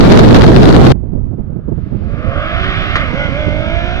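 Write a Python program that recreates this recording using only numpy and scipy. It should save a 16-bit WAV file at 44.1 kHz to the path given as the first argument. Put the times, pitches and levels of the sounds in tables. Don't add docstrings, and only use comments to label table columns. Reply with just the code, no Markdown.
import sys
import numpy as np
from scipy import signal
from scipy.fft import rfft, irfft, next_fast_len
from scipy.io import wavfile
from scipy.ndimage import map_coordinates

SR = 44100
rng = np.random.default_rng(int(sys.argv[2]) if len(sys.argv) > 2 else 0)


def store_pcm(level_fs):
    pcm = np.round(np.clip(level_fs, -1, 1) * 32767).astype(np.int16)
    wavfile.write(sys.argv[1], SR, np.atleast_2d(pcm).T)


N = 176400
T = np.arange(N) / SR
CYLINDERS = 6


def amp(db):
    return 10 ** (np.asarray(db) / 20)


def unit(x):
    return x / np.sqrt(np.mean(x ** 2) + 1e-20)


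def curve(rows):
    return np.interp(T, *np.transpose(rows))


def fade_in(middle_s, length_s):
    return np.clip((T - middle_s) / length_s + .5, 0, 1)


def wobble(rate_hz):
    points = rng.standard_normal(int(N * rate_hz / SR) + 4)
    return np.interp(T, T[::24], map_coordinates(points, [T[::24] * rate_hz]))


def filtered(x, response):
    size = next_fast_len(N + SR // 2)
    return irfft(rfft(x, size) * response(np.fft.rfftfreq(size, 1 / SR)), size)[..., :N]


def coloured(x, spectrum):
    pitch_hz, level_db = np.transpose(spectrum)
    return unit(filtered(x, lambda hz: amp(np.interp(np.log(hz + 1), np.log(pitch_hz), level_db))))


def noise(spectrum):
    return coloured(rng.standard_normal(N), spectrum)


def swells(rows, width_s):
    return sum(amp(db) * np.exp(-.5 * ((T - time_s) / width_s) ** 2) for time_s, db in rows)


def pan(db):
    return amp([[db], [-db]])


def motorway_wind():
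    # pitch_hz, level_db
    roar_spectrum = [(25, -3.5), (60, 1), (130, 3), (250, 0.5), (420, -4.5), (700, -13.5), (1400, -37.5),
                     (4000, -47.5)]
    tear_spectrum = [(200, 3), (600, 0), (1400, -0.5), (2600, -11), (4000, -9), (5500, -20), (7500, -30),
                     (15000, -28.5)]
    # time_s, relative_level_db
    tears = [(0.0094, -10.5), (0.074, -16), (0.1228, -9), (0.171, -8), (0.1968, -5), (0.346, -6),
             (0.3599, -10), (0.4417, -7.5), (0.6864, -12), (0.869, -11.5), (0.918, -20.5)]
    roar, tearing = np.zeros((2, 2, N))
    for side in range(2):
        swirls = wobble(45.8)
        roar[side] = amp(-.5) * noise(roar_spectrum) * unit(amp(1.7 * swirls))
        crackle = amp(-15) * unit(amp(3.3 * swirls + 5.5 * wobble(350)))
        rips = amp(-9) * swells(tears, width_s=.0041) * amp(10.6 * wobble(400))
        tearing[side] = (crackle + rips) * noise(tear_spectrum)
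    return roar * pan(-2.2) + tearing * pan(.91)


def engine_tones(cycle, rows, flutter_db):
    return sum(amp(db + flutter_db * wobble(14)) * np.sin(round(k) * cycle + rng.uniform(0, 2 * np.pi))
               for k, db in rows)


def engine():
    # time_s, firings_per_s
    firing_rate = [(1.0, 99), (1.4, 126), (1.55, 151), (1.67, 153), (1.8, 178), (2.0, 203), (2.25, 255),
                   (2.4, 295), (2.6, 372), (2.7, 377), (2.94, 391), (3.0, 312), (3.05, 258), (3.12, 235),
                   (3.17, 278), (3.22, 293), (3.26, 288), (3.32, 268), (3.39, 302), (3.43, 305),
                   (3.49, 296), (3.75, 336), (4.0, 371)]
    # time_s, level_db
    hum_levels = [(.92, -36), (1.9, -29.5), (2.3, -40.5), (2.65, -33), (3.1, -34), (4, -31)]
    pipe_levels = [(.92, -59.5), (1.7, -55), (2.0, -42), (2.33, -31), (2.9, -32.5), (3.02, -32),
                   (3.12, -34), (3.21, -27), (3.3, -34.5), (3.37, -28), (4, -30.5)]
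    rasp_levels = [(.92, -69.5), (1.6, -58), (2.0, -52), (2.16, -38), (2.42, -25), (2.7, -22.5),
                   (3.01, -23), (3.14, -26), (3.19, -26), (3.25, -26), (3.3, -30), (3.39, -27.5),
                   (3.55, -31), (3.74, -27.5), (4, -28)]
    # cycle_multiple, level_db
    hum_tones = [(3, -8), (4, -17), (5, -13), (6, 0)]
    pipe_tones = [(9, -11), (10, -13), (11, -5), (12, 0), (13, -12), (14, -15), (15, -9)]
    # pitch_hz, level_db
    pipe_spectrum = [(100, -10), (300, -6), (470, -9), (565, 0), (690, 1), (750, -9), (830, -11),
                     (1100, -22), (2000, -60)]
    firing_hz = curve(firing_rate)
    strain = np.interp(firing_hz, [310, 380], [0, 1])
    shake = (.0022 + .004 * strain) * wobble(150)
    cycle = 2 * np.pi * np.cumsum(firing_hz * (1 + shake)) / SR / CYLINDERS
    away = fade_in(middle_s=3.095, length_s=.15)
    hum = unit(engine_tones(cycle, hum_tones, flutter_db=2))
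    pipe = coloured(engine_tones(cycle, pipe_tones, flutter_db=1.6), pipe_spectrum)
    pipe += amp(-3 - 8 * away) * noise(pipe_spectrum)
    rasp = passing_exhaust(cycle, strain, away)
    return amp(curve(hum_levels)) * hum + amp(curve(pipe_levels)) * pipe + amp(curve(rasp_levels)) * rasp


def exhaust_rasp(cycle, spectrum, accent, tones_over_noise_db):
    # cycle_multiple, extra_db
    uneven_tones = [(17, 8), (23, 7), (24, 6), (26, 6), (30, 8), (42, 6), (45, 6)]
    extra_db = {round(k): db for k, db in uneven_tones}
    firing_lift_db = 3
    rows = [(k, firing_lift_db * (k % CYLINDERS == 0) + accent * extra_db.get(k, 0))
            for k in range(15, 72)]
    tones = engine_tones(cycle, rows, flutter_db=2.4)
    puffs = rng.standard_normal(N) * amp(3.4 * np.cos(CYLINDERS * cycle) + 2 * np.cos(cycle))
    tone_gain = amp(tones_over_noise_db)
    return (tone_gain * coloured(tones, spectrum) + coloured(puffs, spectrum)) / np.hypot(tone_gain, 1)


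def passing_exhaust(cycle, strain, away):
    # pitch_hz, level_db
    close_spectrum = [(300, -30), (700, -19), (960, -20), (1130, -2), (1300, 1), (1480, -4.5), (2200, -2.5),
                      (2600, -7.5), (3400, -6), (4150, -23), (5000, -24), (7000, -44), (9000, -62)]
    away_spectrum = [(300, -32), (700, -9), (1180, -9), (1460, -1), (1700, -6), (1850, -11), (2170, 0),
                     (2600, -9), (3400, -5), (4200, -21), (5600, -22), (7000, -36), (9000, -68)]
    # pitch_hz, gain_db
    muffling = [(1600, 2.5), (1900, -4.5), (2200, -3), (3700, -3.5)]
    # time_s, level_over_rasp_db
    barks = [(3.015, -6), (3.215, -1)]
    bark_hz, bark_width_hz = (1450, 2070), 110
    close = exhaust_rasp(cycle, close_spectrum, accent=.5, tones_over_noise_db=2 - 4 * strain)
    leaving = exhaust_rasp(cycle, away_spectrum, accent=1, tones_over_noise_db=5 - 4 * strain)
    passed = fade_in(middle_s=2.56, length_s=.29)
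    nearing = passed * close + (1 - passed) * coloured(close, muffling)
    rasp = (1 - away) * nearing + away * leaving
    ring = filtered(rasp, lambda hz: sum(np.exp(-((hz - peak) / bark_width_hz) ** 2) for peak in bark_hz))
    return rasp + swells(barks, width_s=.024) * ring


def roadside(car):
    # pitch_hz, left_minus_right_db
    balance = [(150, -4), (600, -3), (1300, -1.5), (2400, -4), (4400, -1)]
    port_lag_s, echo_length_s, echo_db = .00016, .18, -8.5
    sides = np.array([[1], [-1]])
    direct = filtered(car, lambda hz: np.exp(1j * np.pi * hz * port_lag_s * sides))
    tail = rng.standard_normal((2, SR // 2)) * amp(-60 * T[:SR // 2] / echo_length_s)
    echo = signal.fftconvolve(car[None], tail / np.linalg.norm(tail[0]), axes=1)[:, :N]
    heard = direct + amp(echo_db) * echo
    return filtered(heard, lambda hz: amp(sides * np.interp(hz, *np.transpose(balance)) / 2))


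def breeze():
    # pitch_hz, level_db
    rumble_spectrum = [(20, -5), (45, 2.5), (100, -0.5), (170, -7.5), (300, -15), (500, -29.5), (1000, -43),
                       (5000, -76.5)]
    gust_spectrum = [(30, -13), (90, 7.5), (190, 3.5), (340, -3.5), (600, -14.5), (1100, -36), (2500, -58),
                     (5000, -84.5)]
    # time_s, level_db
    breeze_levels = [(.92, -15), (1.3, -17.5), (1.6, -19.5), (2.0, -16), (2.4, -16.5), (2.8, -14),
                     (3.4, -14.5), (4, -13)]
    gusts = [(0.957, -19.5), (1.04, -19), (1.133, -14.5), (1.158, -13.5), (1.182, -15.5), (1.208, -20),
             (1.318, -20), (1.34, -17.5), (1.389, -14.5), (1.406, -17), (1.526, -18.5), (1.566, -14),
             (1.594, -19.5), (1.69, -10.5), (1.724, -10), (1.786, -15), (1.928, -15), (1.95, -13),
             (2.03, -24), (2.143, -16), (2.186, -20.5), (2.25, -16.5), (3.14, -13.5), (3.29, -9),
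             (3.48, -11.5)]
    strength = amp(curve(breeze_levels))
    ports = []
    for port_db in (-31, 0):
        flicks = amp(-13) * strength * unit(amp(4.2 * wobble(90)))
        rumble = strength * unit(noise(rumble_spectrum) * amp(1.7 * wobble(25)))
        buffets = (swells(gusts, width_s=.0065) + flicks) * noise(gust_spectrum)
        ports.append(amp(port_db) * (rumble + buffets))
    return np.array(ports)


def far_traffic():
    # pitch_hz, level_db
    spectrum = [(140, -0.5), (300, -22), (1300, -35.5), (3000, -47.5), (6000, -70), (15000, -58.5)]
    return amp(-37.5) * np.array([noise(spectrum), noise(spectrum)])


def tyres():
    # pitch_hz, level_db
    spectrum = [(200, -6.5), (700, 0.5), (1300, -4), (2500, -2.5), (4800, -14), (6500, -26.5), (12000, -41)]
    # time_s, level_db
    levels = [(1.55, -79), (1.8, -56), (2.7, -34.5), (4, -39.5)]
    return amp(curve(levels)) * np.array([noise(spectrum), noise(spectrum)])


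def exhaust_cracks():
    # start_s, level_db
    cracks = [(2.64, -19.5), (2.9565, -8), (2.9635, -15), (3.007, -23)]
    # pitch_hz, level_db
    spectrum = [(170, -12), (850, -15), (1300, 0), (2050, -3), (2600, -13), (3500, -13), (4500, -23),
                (7500, -39), (10000, -58)]
    fade_s = .05
    loudness = sum((T >= start_s) * amp(db - 60 * np.abs(T - start_s) / fade_s) for start_s, db in cracks)
    blasts = rng.standard_normal(N) * loudness
    return coloured(blasts, spectrum) * np.std(blasts)


def scene():
    traffic = far_traffic()
    wind = motorway_wind()
    car = roadside(engine() + exhaust_cracks()) + tyres()
    after_cut = fade_in(middle_s=.923, length_s=.002)
    return (1 - after_cut) * wind + after_cut * (car + breeze() + traffic)


def record(dry):
    # pitch_hz, gain_db
    microphone = [(6000, 1), (10000, -8), (15800, -17)]
    clip_level, top_hz = .92, 15800
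    clipped = dry / (1 + np.abs(dry / clip_level) ** 9) ** (1 / 9)
    return filtered(clipped, lambda hz: amp(np.interp(hz, *np.transpose(microphone))) * (hz < top_hz))


dry = scene()
out = record(dry)
store_pcm(out)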